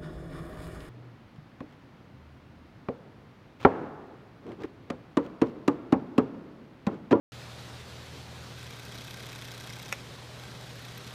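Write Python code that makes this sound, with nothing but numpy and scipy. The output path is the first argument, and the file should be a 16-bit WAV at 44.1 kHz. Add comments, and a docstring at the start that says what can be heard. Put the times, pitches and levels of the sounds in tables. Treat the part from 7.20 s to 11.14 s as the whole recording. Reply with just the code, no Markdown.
"""A small film camera runs in the hand with its door open: motor hum and gear whir on a bed of garden hiss.
Near 1.4 s a few light ticks lead into the chatter of the film transport, about 32 cycles a second,
each ringing the frame, a thin spring and the film gate. The chatter swells until, at 2.7 s, the catch
snaps against the metal case in one sharp click, and the chatter dies away.
From 3.2 s the light ticks return over a softer chatter."""
import sys
import numpy as np
from scipy import signal
from scipy.fft import rfft, irfft
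from scipy.io import wavfile
from scipy.ndimage import uniform_filter1d

SR = 44100
rng = np.random.default_rng(int(sys.argv[2]) if len(sys.argv) > 2 else 0)


def generate_wav(signal):
    """Clip the signal to [-1, 1] and save it as 16-bit WAV at the path in sys.argv[1]."""
    frames = np.transpose(np.atleast_2d(signal))
    scaled = np.clip(frames, -1, 1) * 32767
    pcm = np.round(scaled).astype(np.int16)
    wavfile.write(sys.argv[1], SR, pcm)


N = 173754

# tone colour of the garden hiss (frequency [Hz], relative level [dB])
HISS_COLOUR = [(20, -37), (40, -36), (62, 0), (98, -5.5), (185, 4.5), (300, -4.5), (410, -2), (750, -5),
               (1400, -6.5), (2050, -8.5), (2900, -9.5), (3900, -7.5), (5200, -13.5), (7000, -18),
               (9500, -23), (12500, -28.5), (15500, -30.5)]
# level ride of the motor's second harmonic (time [s], level [dB])
DRONE_RIDE = [(.1, -57.5), (1.2, -52.5), (1.7, -60.5), (3.9, -62)]
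# upper tones of the motor hum (harmonic [x shaft speed], level [dB])
MOTOR_TONES = [(3, -49.5), (4, -63)]
# tones of the gear whir (harmonic [x shaft speed], level [dB])
GEAR_TONES = [(1, -64.5), (2, -59), (3, -73), (4, -65.5), (5, -71), (6, -67.5), (7, -68), (8, -67),
              (9, -69), (11, -69.5)]
# single light ticks (time [s], level [dB], spring send [dB])
LIGHT_TICKS = [(1.386, -29, 2), (1.393, -29, 0), (1.429, -26, -6), (1.469, -29.5, 2), (1.508, -23.5, -5),
               (1.596, -29, 5), (1.652, -24, 0), (3.190, -33.5, 5), (3.197, -28, 4), (3.236, -26.5, -10),
               (3.411, -28, -2), (3.556, -30, -2), (3.65, -27, 5), (3.654, -32, 6), (3.6834, -28, 4),
               (3.687, -29, 0), (3.775, -27, 5), (3.779, -29, 8), (3.87, -31, 0), (3.876, -26, -1)]
# level ride of the chatter (time [s], relative level [dB])
CHATTER_RIDE = [(.1, -44), (1.33, -20), (1.4, -4), (1.56, -6), (1.7, -1), (2.1, 1.5), (2.4, 1), (2.68, 1.5),
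                (2.76, -7), (3.15, -36), (3.25, -8.5), (3.9, -6)]
# contacts in a cycle (offset from the main one [s], relative level [dB], spring send [dB], gate send [dB])
CYCLE_CONTACTS = [(-.0068, -2, -4, -9), (0, -1, -0.5, -6), (.0035, -0.5, -16, 0)]
# tone colour of a contact's attack (frequency [Hz], relative level [dB])
TICK_COLOUR = [(200, 0), (1100, -14.5), (2200, 1.5), (2850, -16.5), (3300, 3.5), (4600, -8), (5700, -3.5),
               (7300, -11), (9000, -11), (11000, -16.5), (15000, -16.5)]
# modes of the transport's frame (frequency [Hz], relative level [dB], t60 [s])
FRAME_MODES = [(2280, -44, .02), (3317, -28.5, 0.029), (3960, -27.5, 0.013), (5150, -28, 0.013),
               (5830, -31.5, 0.011)]
# modes of the film gate (frequency [Hz], relative level [dB], t60 [s])
GATE_MODES = [(1578, -22, .04), (2575, -26, .036)]
# hits in the click: the catch, its blow and its bounce (time [s], level [dB])
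CLICK_HITS = [(2.7212, -22), (2.7262, -1), (2.7297, -24)]
# modes of the metal case (frequency [Hz], relative level [dB], t60 [s])
CASE_MODES = [(586, -33, 0.041), (850, -42, 0.016), (1440, -28, 0.018), (1750, -37, 0.039),
              (2020, -23.5, 0.017), (2274, -19.5, 0.018), (2520, -32, 0.034), (3480, -33.5, 0.021),
              (5550, -29, 0.024), (6490, -31, 0.016)]
# tone colour of the click's crack (frequency [Hz], relative level [dB])
CRACK_COLOUR = [(200, -30), (500, 3), (1100, -4), (1700, -1), (2250, 3), (2900, -18), (6000, -3),
                (8000, -9), (11000, -15), (15000, -24)]


def amp(db):
    """Decibels to gain."""
    return 10 ** (np.asarray(db) / 20)


def unit(x):
    """Scales to an rms of one."""
    return x / np.sqrt(np.mean(x ** 2) + 1e-20)


def ride(points, t):
    """Reads a level ride at times t."""
    return np.interp(t, *np.transpose(points))


def spectrum(points, hz):
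    """Reads a dB table on a log-frequency axis."""
    f, db = np.transpose(points)
    return np.interp(np.log(hz + 1), np.log(f), db)


def add(mix, s, sound):
    """Mixes a sound in at time s."""
    part = mix[max(round(s * SR), 0):][:len(sound)]
    part += sound[:len(part)]


def wander(rate_hz):
    """Smooth random modulation of rms one."""
    rolloff = 1 + (np.fft.rfftfreq(N, 1 / SR) / rate_hz) ** 4
    return unit(irfft(rfft(rng.standard_normal(N)) / rolloff, N))


def variation():
    """Two random amounts, held within two standard deviations."""
    return np.clip(rng.standard_normal(2), -2, 2)


def colour(points, size=2048):
    """Minimum-phase impulse of unit energy with the given tone colour."""
    log_gain = np.log(amp(spectrum(points, abs(np.fft.fftfreq(size, 1 / SR)))))
    impulse = np.fft.ifft(np.exp(np.conj(signal.hilbert(log_gain)))).real[:size // 2]
    return impulse / np.linalg.norm(impulse)


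def ring(modes, size=3072):
    """Dying sines of a struck part."""
    t = np.arange(size) / SR
    return sum(amp(db - 60 * t / t60) * np.sin(2 * np.pi * hz * t) for hz, db, t60 in modes)


def burst(decay_s, size=1024):
    """A brief rough contact of unit energy."""
    x = rng.standard_normal(size) * np.exp(-np.arange(size) / SR / decay_s)
    return x / np.linalg.norm(x)


def garden_hiss(level_db=-47.5, patchy_db=1.17, flutter_db=.5, size=2048):
    """A steady noise bed with faint patches in its colour and a slight flutter in its level."""
    hz, hop = np.fft.rfftfreq(size, 1 / SR), size // 4
    real, imag, patches = rng.standard_normal((3, N // hop + 5, len(hz)))
    patches = uniform_filter1d(patches, size=4, axis=0)  # smooth over time
    patches = unit(uniform_filter1d(patches, size=16, axis=1))  # and over frequency
    spectra = (real + 1j * imag) * amp(spectrum(HISS_COLOUR, hz) + patchy_db * patches)
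    noise = signal.istft(spectra.T, nperseg=size, noverlap=size - hop)[1][:N]
    return amp(level_db + flutter_db * wander(30)) * unit(noise)


def shaft(speed_hz, tones, waver, shake):
    """Harmonics of an unsteady shaft: they waver in pitch together and shake in level one by one."""
    turns = np.cumsum(speed_hz * (1 + waver * wander(8))) / SR
    out = np.zeros(N)
    for harmonic, db in tones:
        gain = np.sqrt(2) * amp(db) * (1 + shake * wander(20))
        out += gain * np.sin(2 * np.pi * (harmonic * turns + rng.random()))
    return out


def motor_hum():
    """The motor shaft hums low; its deepest tone swells, then eases back."""
    drone = (2, ride(DRONE_RIDE, np.arange(N) / SR))
    return shaft(speed_hz=40.05, tones=[drone] + MOTOR_TONES, waver=.0099, shake=.17)


def gear_whir():
    """The gears turn faster and steadier, with a taller stack of harmonics."""
    return shaft(speed_hz=69.25, tones=GEAR_TONES, waver=.0033, shake=.22)


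def chatter_contacts(cycle_hz=32.055, beat_at_s=2.2204, level_db=-25, rattle_db=-11.5):
    """Three quick contacts a cycle, plus loose parts rattling: (time, level, spring send, gate send)."""
    slop_s, stroke_db = .0004, .9  # play in a whole cycle
    jitter_s, scatter_db = .0004, 1.3  # play in each contact
    gate_hold = .15  # the gate keeps ringing as the chatter fades: share of the dB drop it is spared
    contacts = []
    for s in np.arange(beat_at_s % (1 / cycle_hz), N / SR, 1 / cycle_hz):
        slop, stroke = variation()
        ride_db = ride(CHATTER_RIDE, s)
        cycle_db = level_db + ride_db + stroke_db * stroke
        for offset, db, spring_db, gate_db in CYCLE_CONTACTS:
            late, strong = variation()
            hit_s = s + slop_s * slop + offset + jitter_s * late
            hit_db = cycle_db + db + scatter_db * strong
            contacts.append((hit_s, hit_db, spring_db, gate_db - gate_hold * ride_db))
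        for phase in rng.random(4):  # rattles land anywhere in the cycle
            contacts.append((s + phase / cycle_hz, cycle_db + rattle_db, 2, 0))
    return contacts


def film_transport(spring_hz=12820, spring_db=-25, spring_t60=.005):
    """Every light tick and chatter contact rings the frame, a thin spring and the film gate."""
    ticks = [(s, db, spring_send, 0) for s, db, spring_send in LIGHT_TICKS]
    frame, gate, out = ring(FRAME_MODES), ring(GATE_MODES), np.zeros(N)
    add(frame, 0, colour(TICK_COLOUR))
    for s, db, spring_send, gate_send in ticks + chatter_contacts():
        caught, where = variation()  # how hard the spring is caught sets its level; where, its pitch
        ping_hz = spring_hz * (1 + .014 * where)
        ping_db = spring_db + spring_send + 4 * caught
        body = frame + ring([(ping_hz, ping_db, spring_t60)]) + amp(gate_send) * gate
        add(out, s, amp(db) * signal.fftconvolve(burst(decay_s=.002), body))
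    return out


def catch_click(crack_db=-8, crack_lead_s=.00024, low_cut_hz=440, tail_db=-8.5, tail_t60=.075):
    """The catch cracks, then rings the case; the fence and plants scatter a short tail."""
    snap, t = np.zeros(N), np.arange(SR // 2) / SR
    for s, db in CLICK_HITS:
        crack = np.convolve(burst(decay_s=.0009), colour(CRACK_COLOUR))
        add(snap, s - crack_lead_s, amp(db + crack_db) * crack)
        add(snap, s, amp(db) * ring(CASE_MODES))
    # the small case radiates little bass
    snap = signal.sosfilt(signal.butter(6, low_cut_hz, "high", fs=SR, output="sos"), snap)
    tail = rng.standard_normal(len(t)) * amp(-60 * t / tail_t60)
    return snap + amp(tail_db) * signal.fftconvolve(snap, tail / np.linalg.norm(tail))[:N]


def scene():
    """Garden and camera in one mono mix, the same on both channels."""
    mix = garden_hiss() + motor_hum() + gear_whir() + film_transport() + catch_click()
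    return np.tile(mix, (2, 1))


def record(dry, start_s=.1203, high_cut_hz=15330):
    """The sound cuts in after a moment of silence, with a steep high cut."""
    live = dry * (np.arange(N) / SR >= start_s)
    high_cut = signal.firwin(511, high_cut_hz, window=("kaiser", 9), fs=SR)
    return signal.oaconvolve(live, high_cut[None], "same")


dry = scene()
out = record(dry)
generate_wav(out)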